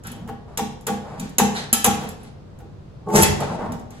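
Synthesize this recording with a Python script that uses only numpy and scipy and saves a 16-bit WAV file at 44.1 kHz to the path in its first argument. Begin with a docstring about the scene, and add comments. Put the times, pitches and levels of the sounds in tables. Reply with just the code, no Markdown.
"""Switches snap inside a service hatch in a steel-walled cabin, then the hatch door is pushed shut.
Each snap is a bright tick with a ping of small metal parts; a moment later the wall rings hollow.
The door judders into its frame, scrapes over the latch and booms. A hand and a key rub on the steel,
and sliding metal squeaks. The hard little cabin echoes over the faint hum of the ventilation."""
import sys
import numpy as np
from scipy import signal
from scipy.fft import rfft, irfft
from scipy.io import wavfile
from scipy.ndimage import map_coordinates

SR = 44100
rng = np.random.default_rng(int(sys.argv[2]) if len(sys.argv) > 2 else 0)


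def wav_record(signal):
    """Record a signal, one row per channel, as 16-bit PCM in the file named by sys.argv[1]."""
    frames = np.transpose(np.atleast_2d(signal))
    bounded = np.clip(frames, -1, 1)
    # unit amplitude maps onto the largest positive 16-bit level
    quanta = np.round(bounded * 32767).astype(np.int16)
    wavfile.write(sys.argv[1], SR, quanta)


N = 176400  # 4 seconds

# snaps of switches, latch and key (time [s], tick level [dB], ping level [dB], wall level [dB])
SNAPS = [(0.035, -43.5, -60, -40.5), (0.069, -36.5, -41.5, -48), (0.116, -42, -44, -43),
         (0.275, -46, -66, -26.5), (0.573, -19, -32.5, -17.5), (.809, -47, -62, -61),
         (0.867, -19.5, -32, -17), (1.197, -28, -49, -36), (1.292, -43.5, -65, -51), (1.383, -8, -21, -9.5),
         (1.728, -14, -15, -24), (1.734, -12, -33.5, -41), (1.843, -8, -20, -11), (1.860, -25, -23, -24),
         (2.019, -48, -64, -26.5), (2.088, -37.5, -42, -47), (2.232, -58, -56.5, -44.5),
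         (2.588, -53, -68.5, -40), (3.086, -49, -71.5, -30), (3.159, -29, -26.5, -28),
         (3.222, -16, -18, -35), (3.231, -8, -24, -25.5), (3.402, -32, -49, -34), (3.720, -36, -65, -37.5),
         (3.794, -48.5, -72, -43.5), (3.905, -44, -71, -48.5)]
# how strong the tick is from low to high (frequency [Hz], level [dB])
TICK_COLOUR = [(100, 1), (700, -3), (1500, 0.5), (2400, 0), (4500, -5.5), (7000, 6), (9500, -2.5),
               (11200, 3.5), (13500, -2.5), (15000, -14.5), (16000, -24)]
# notes of the small metal parts (frequency [Hz], level [dB], time to fade by 60 dB [s])
PING_NOTES = [(236, -4.5, 0.11), (753, -7.5, 0.067), (1340, -9.5, .1), (1710, -15.5, 0.112),
              (2656, -11, 0.06), (3320, -16.5, 0.081), (6700, -12.5, 0.17), (7670, -6, 0.081),
              (10320, 4.5, 0.036), (10730, 4.5, 0.041), (11360, 1, 0.055), (11700, -6, 0.087),
              (15100, -9.5, .07)]
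# tone of the wall's first knock (frequency [Hz], level [dB])
KNOCK_COLOUR = [(100, -28.5), (300, -19.5), (460, 3.5), (600, -13.5), (820, -0.5), (1100, -9.5),
                (1600, -13.5), (4000, -32.5)]
TICK_RISE_S, TICK_FADE_S, TICK_GRAIN, PING_DETUNE = 0.0011, 0.048, 0.3, 0.022
KNOCK_DB, KNOCK_START_DB, KNOCK_FADE_S, WALL_LAG_S = -4.5, -11.5, 0.056, 0.018


def switch_snaps():
    """Each snap ticks and pings at once; the wall's knock swells a moment behind."""
    t = np.arange(SR // 4) / SR
    ticks, pings, knocks = np.zeros((3, N))
    tick_shape = np.minimum(t / TICK_RISE_S, 1) * fade(t, TICK_FADE_S)
    swell = amp(KNOCK_START_DB * np.maximum(1 - (t / WALL_LAG_S) ** 2, 0))
    knock_shape = np.where(t < WALL_LAG_S, swell, fade(t - WALL_LAG_S, KNOCK_FADE_S))
    for start, tick_db, ping_db, wall_db in SNAPS:
        add(ticks, start, amp(tick_db) * grit(len(t), TICK_GRAIN) * tick_shape)
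        for hz, db, fade_s in PING_NOTES:
            detuned_hz = hz * (1 + PING_DETUNE * rng.standard_normal())
            add(pings, start, ring(t, detuned_hz, db + ping_db, fade_s, TICK_RISE_S))
        add(knocks, start, amp(wall_db + KNOCK_DB) * rng.standard_normal(len(t)) * knock_shape)
    return colour(ticks, TICK_COLOUR) + pings, colour(knocks, KNOCK_COLOUR)


# notes of the steel wall (frequency [Hz], level [dB], fade time [s])
WALL_NOTES = [(88.6, -24.5, 0.62), (142.2, -23.5, 1.0), (168.4, -24.5, 1), (204.4, -8, 0.47),
              (234, -11, 0.47), (306, -22.5, 0.58), (430.4, -20, 0.6), (458, -18, 0.42), (503, -21.5, 0.61),
              (715, -22.5, 0.65), (792.7, -8, 0.32), (822.7, -15.5, 0.55), (1126, -23, .45),
              (1458, -27.5, .3)]
WALL_LAG_HZ, WALL_RISE_CYCLES, WALL_SCATTER_DB, WALL_SIDE_DB = 801.6, 3, 1.5, -10.5


def wall_ring():
    """The wall takes up each snap slowly and rings all around the listener, low notes last."""
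    t = np.arange(SR) / SR
    mid, side = np.zeros((2, N))  # what both ears share, and what sets them apart
    for hz, db, fade_s in WALL_NOTES:
        lag = WALL_LAG_S * np.sqrt(min(WALL_LAG_HZ / hz, 2))
        for part, share_db in (mid, 0), (side, WALL_SIDE_DB):
            note = ring(t, hz, db + share_db, fade_s, WALL_RISE_CYCLES / hz)
            for start, _, _, wall_db in SNAPS:
                arrival = start + lag + rng.random() / hz
                add(part, arrival, amp(wall_db + WALL_SCATTER_DB * rng.standard_normal()) * note)
    return np.array([mid + side, mid - side])


# how hard the door rubs against its frame (time [s], level [dB])
JUDDER_FORCE = [(3.0, -61), (3.06, -38.5), (3.078, -29.5), (3.105, -27), (3.14, -18.5), (3.175, -13),
                (3.205, -25.5), (3.24, -47), (3.28, -62)]
# notes of the door (frequency [Hz], level [dB], fade time [s])
DOOR_NOTES = [(145.5, -3.5, 0.27), (198, 6.5, 0.4), (332.7, -4, 0.23), (355, -7, 0.35), (424, 3, 0.29),
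              (527, 0.5, 0.099), (574, -8, .1), (649, -2.5, 0.14), (755, 2.5, 0.11), (878.4, 3.5, 0.21),
              (960, -23, 0.033), (1100, -1, 0.083)]
SLIPS_PER_S, SLIP_SCATTER_DB, JUDDER_DB = 338, 4, 3
TOUCH_AT_S, TOUCH_DB = 3.071, -28


def door_judder():
    """The door touches its frame, then sticks and slips; every jolt makes it ring."""
    t = np.arange(SR) / SR
    slips = rng.random(N) < SLIPS_PER_S / SR
    sizes = amp(SLIP_SCATTER_DB * rng.standard_normal(N))
    jolts = unit(slips * sizes) * curve(JUDDER_FORCE)
    door_ring = sum(ring(t, hz, db, fade_s, 1 / hz) for hz, db, fade_s in DOOR_NOTES)
    judder = amp(JUDDER_DB) * signal.fftconvolve(jolts, door_ring / np.linalg.norm(door_ring))[:N]
    touch = door_ring / np.std(door_ring[:SR // 50])  # strength 1 over its first 20 ms
    add(judder, TOUCH_AT_S, amp(TOUCH_DB) * touch)
    return judder


# how the scrape swells and dies away (time [s], level [dB])
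SCRAPE_LEVEL = [(3.06, -70), (3.11, -50), (3.14, -30.5), (3.16, -15), (3.20, -20), (3.236, -20),
                (3.25, -44.5), (3.3, -66)]
# tone of the scrape (frequency [Hz], level [dB])
SCRAPE_COLOUR = [(100, 1), (400, 3.5), (1000, 0), (1800, -3), (3000, -11.5), (4000, -14), (7000, -3),
                 (11500, -9.5), (15000, -21), (16000, -35)]


def latch_scrape():
    """The door's edge drags over the latch with a gritty noise."""
    return colour(grit(N) * curve(SCRAPE_LEVEL), SCRAPE_COLOUR)


# deep thuds of door and frame: after some snaps, then as the door shuts (time [s], level [dB])
BOOMS = [(1.401, -32), (1.859, -29.5), (2.621, -43), (3.195, -22), (3.268, -20)]
# their deep notes (frequency [Hz], level [dB], fade time [s])
BOOM_NOTES = [(59.2, -6, .5), (86.2, -2.5, .45), (102.2, -2, 0.46), (145.5, -3, .55), (322, -6, 0.25)]


def door_boom():
    """The door and frame boom low, after some snaps and again as the door shuts."""
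    t = np.arange(SR) / SR
    booms = np.zeros(N)
    for start, boom_db in BOOMS:
        for hz, db, fade_s in BOOM_NOTES:
            add(booms, start, ring(t, hz, db + boom_db, fade_s, rise_s=0.028))
    return booms


# strokes of hand and key (start [s], length [s], groan level [dB], scuff level [dB], rasp level [dB])
STROKES = [(0.038, 0.062, -40, -55, -45.5), (0.088, 0.26, -39, -50, -71), (0.465, 0.11, -58, -48.5, -66),
           (1.032, 0.16, -43.5, -39, -57.5), (1.176, .1, -32, -50, -48), (1.535, 0.072, -54, -40, -33.5),
           (1.583, 0.079, -39.5, -43, -44), (1.964, 0.13, -40, -41.5, -46), (2.19, 0.112, -48, -61, -56),
           (3.389, 0.074, -32.5, -26, -38.5), (3.455, 0.119, -31.5, -33, -48),
           (3.575, .11, -31, -30, -53.5), (3.672, 0.092, -30, -39, -65), (3.897, 0.12, -65, -55, -56.5)]
# tone of the low groan (frequency [Hz], level [dB])
GROAN_COLOUR = [(40, -14.5), (90, -9.5), (125, -5.5), (160, -4), (205, -2.5), (240, -1), (290, -11.5),
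                (500, -35), (2000, -63)]
# tone of the dull scuff (frequency [Hz], level [dB])
SCUFF_COLOUR = [(100, -17), (300, -0.5), (450, 2.5), (800, 5), (1200, -3), (2000, -18), (6000, -57)]
# tone of the bright rasp (frequency [Hz], level [dB])
RASP_COLOUR = [(500, -15), (1500, 14), (3000, 2.5), (4500, 1.5), (6000, 1), (11000, -2.5), (13000, -21.5),
               (16000, -26)]
STROKE_EDGE_S = 0.02


def rubs():
    """A hand or key rasps where it touches the steel, and the sheet gives a scuff and a groan."""
    t = np.arange(N) / SR
    groan_force, scuff_force, rasp_force = np.zeros((3, N))
    for start, length, groan_db, scuff_db, rasp_db in STROKES:
        stroke = np.clip(np.minimum(t - start, start + length - t) / STROKE_EDGE_S, 0, 1)
        groan_force += amp(groan_db) * stroke
        scuff_force += amp(scuff_db) * stroke
        rasp_force += amp(rasp_db) * stroke
    rasp = colour(rasp_force * grit(N), RASP_COLOUR)
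    scuff = colour(scuff_force * grit(N), SCUFF_COLOUR)
    groan = colour(groan_force * grit(N), GROAN_COLOUR)
    return rasp, scuff + groan


# squeaks of sliding metal (start [s], length [s], pitch [Hz], level [dB])
SQUEAKS = [(0.041, 0.029, 1420, -42), (0.09, 0.046, 3000, -51.5), (1.548, 0.036, 4100, -36.5),
           (1.555, 0.067, 4050, -51), (1.55, .13, 1500, -57)]
SQUEAK_WIDTH = 0.13  # width of the noise band as a share of its pitch


def squeaks():
    """Metal sliding on metal gives brief, rough tones."""
    out = np.zeros(N)
    for start, length, hz, db in SQUEAKS:
        n = int(length * SR)
        narrow_band = signal.iirpeak(hz, 1 / SQUEAK_WIDTH, fs=SR)
        tone = signal.lfilter(*narrow_band, grit(n))
        add(out, start, amp(db) * unit(tone) * signal.windows.tukey(n))
    return out


# strength of the echo next to the direct sound (frequency [Hz], level [dB])
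ECHO_COLOUR = [(50, -7.5), (200, -4), (800, -1), (1600, -0.5), (3500, 5.5), (7000, -2), (11000, -6),
               (16000, -6)]
# how long the echo lasts (frequency [Hz], fade time [s])
ECHO_FADE = [(100, 1.0), (500, 0.94), (1500, 0.53), (4000, 0.52), (8000, 0.44), (12000, 0.18),
             (16000, 0.19)]
ECHO_RISE_S = 0.0013


def cabin_echo(sound):
    """Sound bounces between the steel walls and blurs into a tail; the high notes die first."""
    t = np.arange(SR) / SR
    hz = np.fft.rfftfreq(SR, 1 / SR)
    spectrum = rfft(wide_noise(SR))
    centres_hz = np.geomspace(60, 16000, 12)
    tail = 0
    for centre, this_band in zip(centres_hz, np.eye(len(centres_hz))):
        band = irfft(spectrum * np.interp(hz, centres_hz, this_band))
        shape = np.minimum(t / ECHO_RISE_S, 1) * fade(t, at_hz(ECHO_FADE, centre))
        tail = tail + band * shape / np.linalg.norm(shape)
    gain = np.sqrt(np.mean(amp(at_hz(ECHO_COLOUR, hz)) ** 2))
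    return signal.fftconvolve(gain * colour(sound, ECHO_COLOUR)[None], tail, axes=1)[:, :N]


# tone of the moving air (frequency [Hz], level [dB])
AIR_COLOUR = [(25, -10), (60, -3), (90, 1.5), (140, 0.5), (210, -7.5), (280, -11.5), (450, -11.5),
              (800, -20.5), (1300, -25.5), (2000, -34), (4500, -37.5), (8000, -47.5), (16000, -63.5)]
# steady notes of the motor (frequency [Hz], level [dB])
HUM_NOTES = [(59.2, -53.5), (140, -54), (199, -59), (362, -69)]
AIR_DB, AIR_WIDTH = -42, 0.1


def ventilation():
    """Air rushes low and soft while a motor hums."""
    t = np.arange(N) / SR
    hum = sum(amp(db) * np.sqrt(2) * np.sin(2 * np.pi * (hz * t + rng.random())) for hz, db in HUM_NOTES)
    air = wide_noise(N) + AIR_WIDTH * rng.standard_normal((2, N))
    return amp(AIR_DB) * colour(air, AIR_COLOUR) + hum


def ring(t, hz, db, fade_s, rise_s):
    """One note of struck metal that swells and dies away."""
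    shape = np.minimum(t / rise_s, 1) * fade(t, fade_s)
    return amp(db) * np.sqrt(2) * shape * np.sin(2 * np.pi * (hz * t + rng.random()))


def grit(n, grain=0.49):
    """Noise of tiny contacts of uneven size; more grain makes it rougher."""
    noise, sizes = rng.standard_normal((2, n))
    return unit(noise * np.exp(grain * np.repeat(sizes, 8)[:n]))  # each contact lasts 8 samples


def wide_noise(n, wide_above_hz=300):
    """Stereo noise: both ears hear the same lows but different highs."""
    mid, side = rfft(rng.standard_normal((2, n)))
    hz = np.fft.rfftfreq(n, 1 / SR)
    width = hz / np.hypot(hz, wide_above_hz)
    return irfft(np.array([mid + width * side, mid - width * side]) / np.sqrt(1 + width ** 2), n)


def colour(sound, table):
    """Give a sound the tone in a table; white noise keeps its level."""
    gains = unit(amp(at_hz(table, np.fft.rfftfreq(2 * N, 1 / SR))))
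    cepstrum = irfft(np.log(gains))
    # fold the filter forward in time, so nothing is heard before its cause
    cepstrum[1:N] *= 2
    cepstrum[N + 1:] = 0
    return irfft(rfft(sound, 2 * N) * np.exp(rfft(cepstrum)))[..., :N]


def at_hz(table, hz):
    """Read between a table's rows, giving every octave equal room."""
    frequencies, values = np.array(table, float).T
    return np.interp(np.log(np.maximum(hz, 1)), np.log(frequencies), values)


def curve(table):
    """Gain over time through a table's points, silent before and after them."""
    times, db = np.array(table, float).T
    return amp(np.interp(np.arange(N) / SR, times, db, left=-np.inf, right=-np.inf))


def fade(t, fade_s):
    """Die away by 60 dB every fade_s seconds."""
    return np.exp(-np.log(1000) * t / fade_s)


def amp(db):
    """Turn decibels into a gain."""
    return 10 ** (np.asarray(db) / 20)


def unit(sound):
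    """Scale to an average strength (rms) of 1."""
    return sound / np.sqrt(np.mean(sound ** 2))


def add(out, start, sound):
    """Mix a sound into out, beginning at start seconds."""
    i = int(start * SR)
    out[i:i + len(sound)] += sound[:N - i]


LEFT_LATE_S = 0.00027  # reaching the left ear later puts a sound on the right


def scene():
    """Small contacts sound a little to the right, the big steel sheets straight ahead; both echo."""
    t = np.arange(N) / SR
    clicks, knocks = switch_snaps()
    judder = door_judder()
    scrape = latch_scrape()
    rasp, dull_rub = rubs()
    contacts = clicks + scrape + rasp + squeaks()
    sheets = knocks + judder + dull_rub
    left = map_coordinates(contacts, [(t - LEFT_LATE_S) * SR])
    direct = np.array([left, contacts]) + sheets
    return direct + wall_ring() + door_boom() + cabin_echo(contacts + sheets) + ventilation()


def record(dry):
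    """Peaks stop at full scale and the very highest treble is cut."""
    treble_cut = signal.ellip(8, 0.2, 70, 15800, fs=SR, output="sos")
    return signal.sosfilt(treble_cut, np.clip(dry, -1, 1))


dry = scene()
out = record(dry)
wav_record(out)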